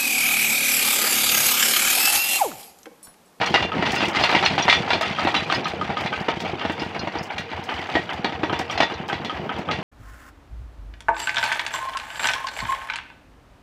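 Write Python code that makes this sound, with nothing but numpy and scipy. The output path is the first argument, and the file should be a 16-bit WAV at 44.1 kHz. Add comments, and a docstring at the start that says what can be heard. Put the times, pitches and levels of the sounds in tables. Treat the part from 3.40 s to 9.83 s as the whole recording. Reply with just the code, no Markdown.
"""A stony path beside an earth bank: a walk-behind tractor's single-cylinder diesel slows to idle.
Each cycle gives an exhaust pop, a combustion knock and an intake thump. The steel cage wheels and
the plough clank and rattle over the stones; grit crunches under them. Gears and wheels rumble,
and the bank returns a short echo of engine and clanks."""
import sys
import numpy as np
from scipy import signal
from scipy.fft import rfft, irfft, next_fast_len
from scipy.io import wavfile
from scipy.ndimage import uniform_filter1d, map_coordinates

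SR = 44100
rng = np.random.default_rng(int(sys.argv[2]) if len(sys.argv) > 2 else 0)


def master(y):
    """Save y as 16-bit WAV."""
    cut = np.clip(np.atleast_2d(y).T, -1, 1)
    pcm = np.round(cut * 32767)  # scale
    wavfile.write(sys.argv[1], SR, pcm.astype(np.int16))


N = 283553

# Resonances. Each row: frequency in Hz, relative level in dB, T60 in seconds.
MUFFLER_MODES = [(173.7, 8, 0.019), (338, -5, 0.04), (667, 4, 0.012), (91, -20.5, 0.53)]
BLOCK_MODES = [(953, -2.5, 0.044), (1193, -11.5, 0.072), (1252, 8, 0.056), (1529, 0.5, 0.047),
               (3120, 6.5, 0.016), (3306, -9, 0.017)]
AIR_BOX_MODES = [(76, 0, .085), (170, -12, .06)]
STEEL_MODES = [(314, 2, 0.066), (675, 0.5, 0.061), (782, 10, 0.035), (920, 0, 0.08), (1265, -13.5, 0.12),
               (1418, -8.5, 0.04), (1557, -12, 0.085), (1914, -3.5, 0.11), (2068, -3, 0.079),
               (2350, -5.5, 0.076), (2796, -4.5, 0.19), (3487, -12.5, 0.21), (3450, -15, .14),
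               (3927, -10.5, 0.12), (4250, -3.5, 0.098), (4645, -0.5, 0.023), (5070, -2.5, 0.088),
               (5780, -0.5, 0.046), (6570, -6, 0.08)]
# Noise spectra. Each row: frequency in Hz, relative density in dB.
RUMBLE_SPECTRUM = [(24, -44), (40, -38), (87, -3), (166, 0.5), (400, -5), (800, -8.5), (3000, -35.5),
                   (6000, -44), (10000, -64), (15600, -63)]
FRAME_SPECTRUM = [(120, -35), (250, -11), (510, -13.5), (770, -0.5), (1100, -9.5), (1700, -11),
                  (3000, -14.5), (5000, -57)]
JINGLE_SPECTRUM = [(700, -15), (1500, -7.5), (2200, -1.5), (3200, -1.5), (4700, -13), (6500, -23),
                   (9900, -37), (16000, -77)]
GRIT_SPECTRUM = [(2000, -38), (5000, 20.5), (7500, 10), (9900, 1), (13000, -3.5), (15600, -2)]
# Shaking of the rolling frame. Each row: time in seconds, jingle level in dB.
SHAKE = [(0, -29.5), (.2, -31.5), (.33, -39.5), (.52, -25.5), (.72, -26), (.95, -24.5), (1.3, -30),
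         (1.61, -32), (1.9, -27), (2.38, -37.5), (2.65, -34.5), (3.3, -38.5), (4.15, -42), (4.45, -32),
         (4.9, -44), (5.3, -36), (5.55, -41), (6.12, -42.5), (6.43, -37)]
# Stones crushed under the wheel bars. Each row: start in seconds, level in dB before filtering.
STONE_CRACKS = [(0.063, -49.5), (0.5187, -42), (0.5521, -43.5), (0.652, -50), (0.6847, -46), (0.8085, -66),
                (0.8395, -46.5), (1.288, -54), (1.6088, -46), (2.2807, -52), (2.608, -54), (3.002, -49.5),
                (3.319, -56), (3.4211, -57), (3.8297, -50.5), (3.9833, -51), (4.2392, -54), (4.733, -57.5),
                (5.192, -47), (5.311, -52), (5.681, -51), (5.847, -57), (6.1854, -56.5)]
# Light taps on one wheel bar. Each row: start in seconds, peak in dB, ring pitch in Hz.
BAR_TAPS = [(0.06, -20, 5860), (0.5794, -20, 5400), (0.7894, -28, 3930), (0.8244, -17, 5300),
            (1.05, -13, 5500), (1.2237, -15.5, 3920), (1.5344, -17, 5100), (1.9619, -15.5, 3900),
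            (2.146, -16, 4760), (2.243, -20.5, 5600), (2.2803, -27, 4030), (3.3952, -25.5, 4730),
            (3.592, -19.5, 4620), (3.785, -27.5, 4700), (5.31, -27.5, 5860), (5.377, -22, 5100),
            (5.43, -20, 5100), (5.539, -28, 5860)]
# Steel on stone. Each row: start in seconds, level in dB, ring pitch in Hz, relative thud in dB.
CLANKS = [(0.013, -9.5, 1900, -7), (0.141, -3, 2770, -9.5), (0.225, -12.5, 2790, -29),
          (0.38, -16, 1430, 0.5), (0.424, -11, 1920, -5), (0.452, -16, 1980, -20),
          (0.561, -15.5, 2570, -18), (0.625, -15.5, 1910, 6), (0.768, -11.5, 1830, -4),
          (0.812, -12, 1100, -1), (0.837, -4.5, 2740, -16), (0.925, -9.5, 1480, -6),
          (0.948, -6, 2660, -13.5), (1.026, -8.5, 1420, -7), (1.059, -9, 2420, -29), (1.179, -10, 2340, -4),
          (1.28, -6, 1600, -6.5), (1.297, -3, 3100, -37), (1.326, -5.5, 2380, -31), (1.504, -8, 1390, -19),
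          (1.531, -11, 2340, -12), (1.611, -10, 1420, -10.5), (1.849, -14, 1290, -2.5),
          (1.871, -8.5, 794, -11), (1.943, -13, 2340, -25), (2.123, -10, 2340, -9.5),
          (2.501, -14, 1190, 0.5), (2.66, -17.5, 2530, -24), (2.883, -13, 1330, -1.5),
          (3.002, -20, 3030, -13), (3.194, -22.5, 2500, -16), (3.25, -14.5, 2790, 2),
          (3.296, -18, 1410, -6), (3.396, -25, 2530, -5), (3.419, -15.5, 2330, 1),
          (3.672, -15.5, 1380, -1.5), (3.754, -18.5, 900, -3), (3.98, -18, 2500, -25),
          (4.115, -24, 2480, -2), (4.552, -8.5, 1900, -2.5), (4.845, -10, 1900, -4.5),
          (4.922, -20.5, 2100, -5), (5.032, -10.5, 1350, -1.5), (5.128, -12.5, 1370, -3.5),
          (5.194, -17.5, 3070, -7.5), (5.376, -14, 2100, -14), (5.403, -4.5, 1900, -7.5),
          (5.43, -14, 2050, -5), (5.519, -23, 1450, -1), (5.686, -22.5, 2400, -15), (5.728, -15, 2440, -4),
          (5.847, -17.5, 3380, -21), (5.926, -24.5, 900, 5), (6.311, -15, 2160, -35)]
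# Crank speed. Each row: time in seconds, speed in rpm.
CRANK_SPEED = [(0, 838.6), (1.05, 838.4), (1.7, 766.0), (2.5, 765.5), (3.5, 715.4), (4.15, 603.1),
               (4.6, 594.2), (5.2, 593.3), (6.5, 621.8)]
# Combustion, starved while the engine slows. Each row: time in seconds, knock level in dB.
COMBUSTION = [(0, -15), (1.0, -11), (1.9, -11.5), (2.9, -12), (3.22, -12), (3.4, -34), (3.9, -38),
              (4.1, -25), (4.28, -12.5), (4.6, -14.5), (5.1, -12.5), (6.3, -12)]
WEAK_FIRINGS_S = [1.18, 1.48, 3.05, 4.49, 4.89, 5.5]

KNOCK_PHASE, THUMP_PHASE = .495, .73  # share of the cycle after the exhaust opens
FIRST_POP_S, IDLE_RPM, TOP_HZ = -.038, 600, 15750


def amp(db):
    return 10 ** (np.asarray(db) / 20)


def unit_rms(x):
    return x / np.sqrt(np.mean(x ** 2) + 1e-20)


def db_at(spectrum, hz):
    """Interpolate a spectrum on a log frequency axis."""
    knots_hz, db = np.transpose(spectrum)
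    return np.interp(np.log(hz + 1), np.log(knots_hz + 1), db)


def filtered(x, response):
    """Apply a gain given as a function of Hz."""
    size = next_fast_len(len(x) + 4096)
    return irfft(rfft(x, size) * response(np.fft.rfftfreq(size, 1 / SR)), size)[:len(x)]


def shaped(x, spectrum):
    return filtered(x, lambda hz: amp(db_at(spectrum, hz)))


def noise_band(centre_hz, width_hz):
    return unit_rms(filtered(rng.standard_normal(N), lambda hz: np.exp(-((hz - centre_hz) / width_hz) ** 2)))


def wobble(rate_hz):
    """Smooth random curve."""
    knots = rng.standard_normal(int(N * rate_hz / SR) + 4)
    return map_coordinates(knots, [np.arange(N) * rate_hz / SR])


def add(track, start_s, sound):
    """Mix into a track padded by 1 s at each end."""
    track[round((start_s + 1) * SR):][:len(sound)] += sound


def ring(modes, attack_s, scatter_db, detune, tilt=((100, 0), (9000, 0))):
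    """One blow on damped modes, each with random strength, tuning and decay; peak 1."""
    t = np.arange(SR // 10) / SR
    hz, db, t60_s = np.transpose(modes)[:, :, None]
    chance = rng.standard_normal((3, len(modes), 1))
    level_db = db + db_at(tilt, hz) + scatter_db * chance[0]
    decay_db = 60 * t / (t60_s * np.exp(.2 * chance[2]))
    partials = amp(level_db - decay_db) * np.sin(2 * np.pi * hz * (1 + detune * chance[1]) * t)
    blow = partials.sum(0) * (1 - np.exp(-t / attack_s)) * (1 - (t / t[-1]) ** 4)
    return blow / np.max(np.abs(blow))


def struck_bar(ring_hz, lift_db):
    """Steel modes, lifted near the bar's pitch."""
    return [(hz, db + lift_db * np.exp(-(np.log(hz / ring_hz) / .05) ** 2), t60_s)
            for hz, db, t60_s in STEEL_MODES]


def steel_response(hz):
    """The steel modes as parallel resonators."""
    return sum(amp(db) * 1j * hz * 4 / t60_s / (mode_hz ** 2 - hz ** 2 + 1j * hz * 4 / t60_s)
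               for mode_hz, db, t60_s in STEEL_MODES)


def grains(spectrum, rate_hz, spread_db, decay_s):
    """Dense small impacts: noise under short random decays; rms 1."""
    hits = (rng.random(N) < rate_hz / SR) * amp(spread_db * np.clip(rng.standard_normal(N), -2, 2))
    t = np.arange(SR // 20) / SR
    power = np.abs(signal.fftconvolve(hits ** 2, np.exp(-t / decay_s))[:N])
    return unit_rms(shaped(np.sqrt(power) * rng.standard_normal(N), spectrum))


def whistle():
    """Faint, thin whistle, perhaps insects."""
    return noise_band(13830, 90) * amp(-84 + 2.5 * wobble(4))


def running_gear():
    """Gear and wheel rumble, fading as the tractor slows; wavering gear hum."""
    fade_db = np.interp(np.arange(N) / SR, [0, 1.5, 4, 6.43], [-31, -33.5, -39.5, -34.5])
    rumble = unit_rms(shaped(rng.standard_normal(N), RUMBLE_SPECTRUM))
    hum = noise_band(465, 22) * amp(-47.5 + 2.7 * wobble(5))
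    return hum + amp(fade_db + 3.5 * wobble(25)) * rumble


def bank_echo(x, t60_s=.18, delay_s=.006):
    """Earth bank and bushes scatter back a short echo with little bass."""
    t = np.arange(SR // 4) / SR
    tail = amp(-60 * t / t60_s) * rng.standard_normal(len(t)) * (t > delay_s)
    echo = signal.fftconvolve(x, tail / np.linalg.norm(tail))[:N]
    return filtered(echo, lambda hz: hz / (hz + 400))


def stone_cracks(t60_s=.12):
    """Each crushed stone splinters in a gritty hiss."""
    track, t = np.zeros(N + 2 * SR), np.arange(SR // 8) / SR
    for start_s, db in STONE_CRACKS:
        splinters_db = 4 * np.repeat(rng.standard_normal(len(t) // 60 + 1), 60)[:len(t)]
        add(track, start_s, amp(db + splinters_db - 60 * t / t60_s) * rng.standard_normal(len(t)))
    return shaped(track[SR:SR + N], GRIT_SPECTRUM)


def bar_taps():
    """A tapped wheel bar rings the upper steel modes."""
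    track, tilt = np.zeros(N + 2 * SR), [(1500, -32), (3400, 8), (6000, -5)]
    for start_s, db, hz in BAR_TAPS:
        ping = ring(struck_bar(hz, lift_db=13.6), attack_s=.0018, scatter_db=5.6, detune=.0043, tilt=tilt)
        add(track, start_s, amp(db) * ping)
    return track[SR:SR + N]


def chinks(count, decay_cycles):
    """Loose links and pebbles on steel: short tones at random pitches; rms 1."""
    when, decades, size = rng.random((count, 3)).T[:, :, None]
    hz, t = 1200 * 10 ** decades, np.arange(SR // 80) / SR
    envelope = np.exp(-hz * t / decay_cycles) * (1 - np.exp(-t / .001))
    level_db = db_at(JINGLE_SPECTRUM, hz) + 8 * decades + 12 * size
    tones = amp(level_db) * np.sin(2 * np.pi * hz * t) * envelope
    samples = (when * N).astype(int) + np.arange(len(t))
    return unit_rms(np.bincount(samples.ravel(), tones.ravel())[:N])


def rolling(cycle_phase):
    """Loose steel rattles and grit crunches, most just after each combustion jolt."""
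    shake_db = np.interp(np.arange(N) / SR, *np.transpose(SHAKE))
    swing_db = shake_db - shake_db.mean()
    jolt_db = uniform_filter1d(3.5 - 9 * ((cycle_phase - KNOCK_PHASE) % 1), size=60)
    frame = grains(FRAME_SPECTRUM, rate_hz=350, spread_db=6.5, decay_s=.0069)
    tines = grains(JINGLE_SPECTRUM, rate_hz=250, spread_db=1.66, decay_s=.0027)
    ringing = unit_rms(filtered(tines, steel_response))
    jingle = unit_rms(tines + amp(-3) * ringing + chinks(count=1800, decay_cycles=12))
    clumps_db = 4 * wobble(16)
    grit = grains(GRIT_SPECTRUM, rate_hz=250, spread_db=4.3, decay_s=.004)
    return (amp(-33 + .46 * swing_db + jolt_db) * frame
            + amp(shake_db + jolt_db) * jingle
            + amp(-63 + 1.25 * swing_db + .4 * jolt_db + clumps_db) * grit)


def clanks(clatter_db=-13):
    """Stones ring the steel and set loose parts clattering; hard blows clatter longer."""
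    track, t = np.zeros(N + 2 * SR), np.arange(SR // 10) / SR
    for start_s, db, ring_hz, thud_db in CLANKS:
        treble_db = -16 + 3.5 * np.log2(ring_hz / 2000) - .37 * thud_db
        tilt = [(100, thud_db + 4.5), (300, thud_db + 7), (750, .23 * thud_db + 1.5), (1100, .018),
                (3500, treble_db + 13), (6000, treble_db), (11000, treble_db - 15)]
        contact = amp(5.5 - 60 * t / .045) * (1 - np.exp(-t / .00094))
        burst = amp(-60 * t / (.17 + .003 * db)) * (1 - np.exp(-t / .0004))
        bounces = amp(5.6 * np.interp(t, t[::150], rng.standard_normal(len(t[::150]))))
        clatter = (contact + burst * bounces) * unit_rms(shaped(rng.standard_normal(len(t)), tilt))
        clang = ring(struck_bar(ring_hz, lift_db=5), attack_s=.0004, scatter_db=5, detune=.012, tilt=tilt)
        rebound = ring(STEEL_MODES[1::2], attack_s=.0004, scatter_db=5, detune=.006, tilt=tilt)
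        rebound = np.pad(rebound, (rng.integers(300, 900), 0))[:len(t)]
        add(track, start_s, amp(db) * (clang + .5 * rebound + amp(clatter_db) * clatter))
    return track[SR:SR + N]


def engine(weak_loss_db=11):
    """Four-stroke cycles ring muffler, block and air box. Returns sound and cycle phase, 0-1."""
    track, t = np.zeros(N + 2 * SR), FIRST_POP_S + np.arange(N + SR // 4) / SR
    rpm = np.interp(t, *np.transpose(CRANK_SPEED))
    cycles = np.cumsum(rpm) / (2 * 60 * SR)  # two turns a cycle
    for k in range(int(cycles[-1])):
        pop_s, knock_s, thump_s = np.interp([k, k + KNOCK_PHASE, k + THUMP_PHASE], cycles, t)
        excess_rpm = np.interp(pop_s, t, rpm) - IDLE_RPM
        weak = np.min(np.abs(np.subtract(WEAK_FIRINGS_S, knock_s))) < .05
        pop_db = -18.5 + .016 * excess_rpm + .8 * rng.standard_normal()
        knock_db = np.interp(knock_s, *np.transpose(COMBUSTION)) - weak_loss_db * weak
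        alternation_db = 7.5 * (-1) ** k * (excess_rpm > 200)
        thump_db = -24.5 - .025 * excess_rpm - alternation_db
        pop = ring(MUFFLER_MODES, attack_s=.0025, scatter_db=1.5, detune=.02)
        knock = ring(BLOCK_MODES, attack_s=.0003, scatter_db=4.9, detune=.019)
        thump = ring(AIR_BOX_MODES, attack_s=.02, scatter_db=1.5, detune=.04)
        add(track, pop_s, -amp(pop_db) * pop)
        add(track, knock_s, amp(knock_db) * knock)
        add(track, thump_s, amp(thump_db) * thump)
    return track[SR:SR + N], np.interp(np.arange(N) / SR, t, cycles) % 1


def scene():
    """Mono mix; caked earth dulls the blows."""
    motor, cycle_phase = engine()
    blows = filtered(motor + clanks(), lambda hz: 1 / (1 + 1j * hz / 6500) ** 4)
    echo = amp(-5) * bank_echo(blows)
    wheels = rolling(cycle_phase) + stone_cracks() + bar_taps()
    return (blows + echo + wheels + running_gear() + whistle())[None]


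def record(dry):
    """Small microphone: deep bass rolls off, nothing above TOP_HZ."""
    return filtered(dry[0], lambda hz: (1j * hz / (50 + 1j * hz)) ** 4 * (hz < TOP_HZ))[None]


dry = scene()
out = record(dry)
master(out)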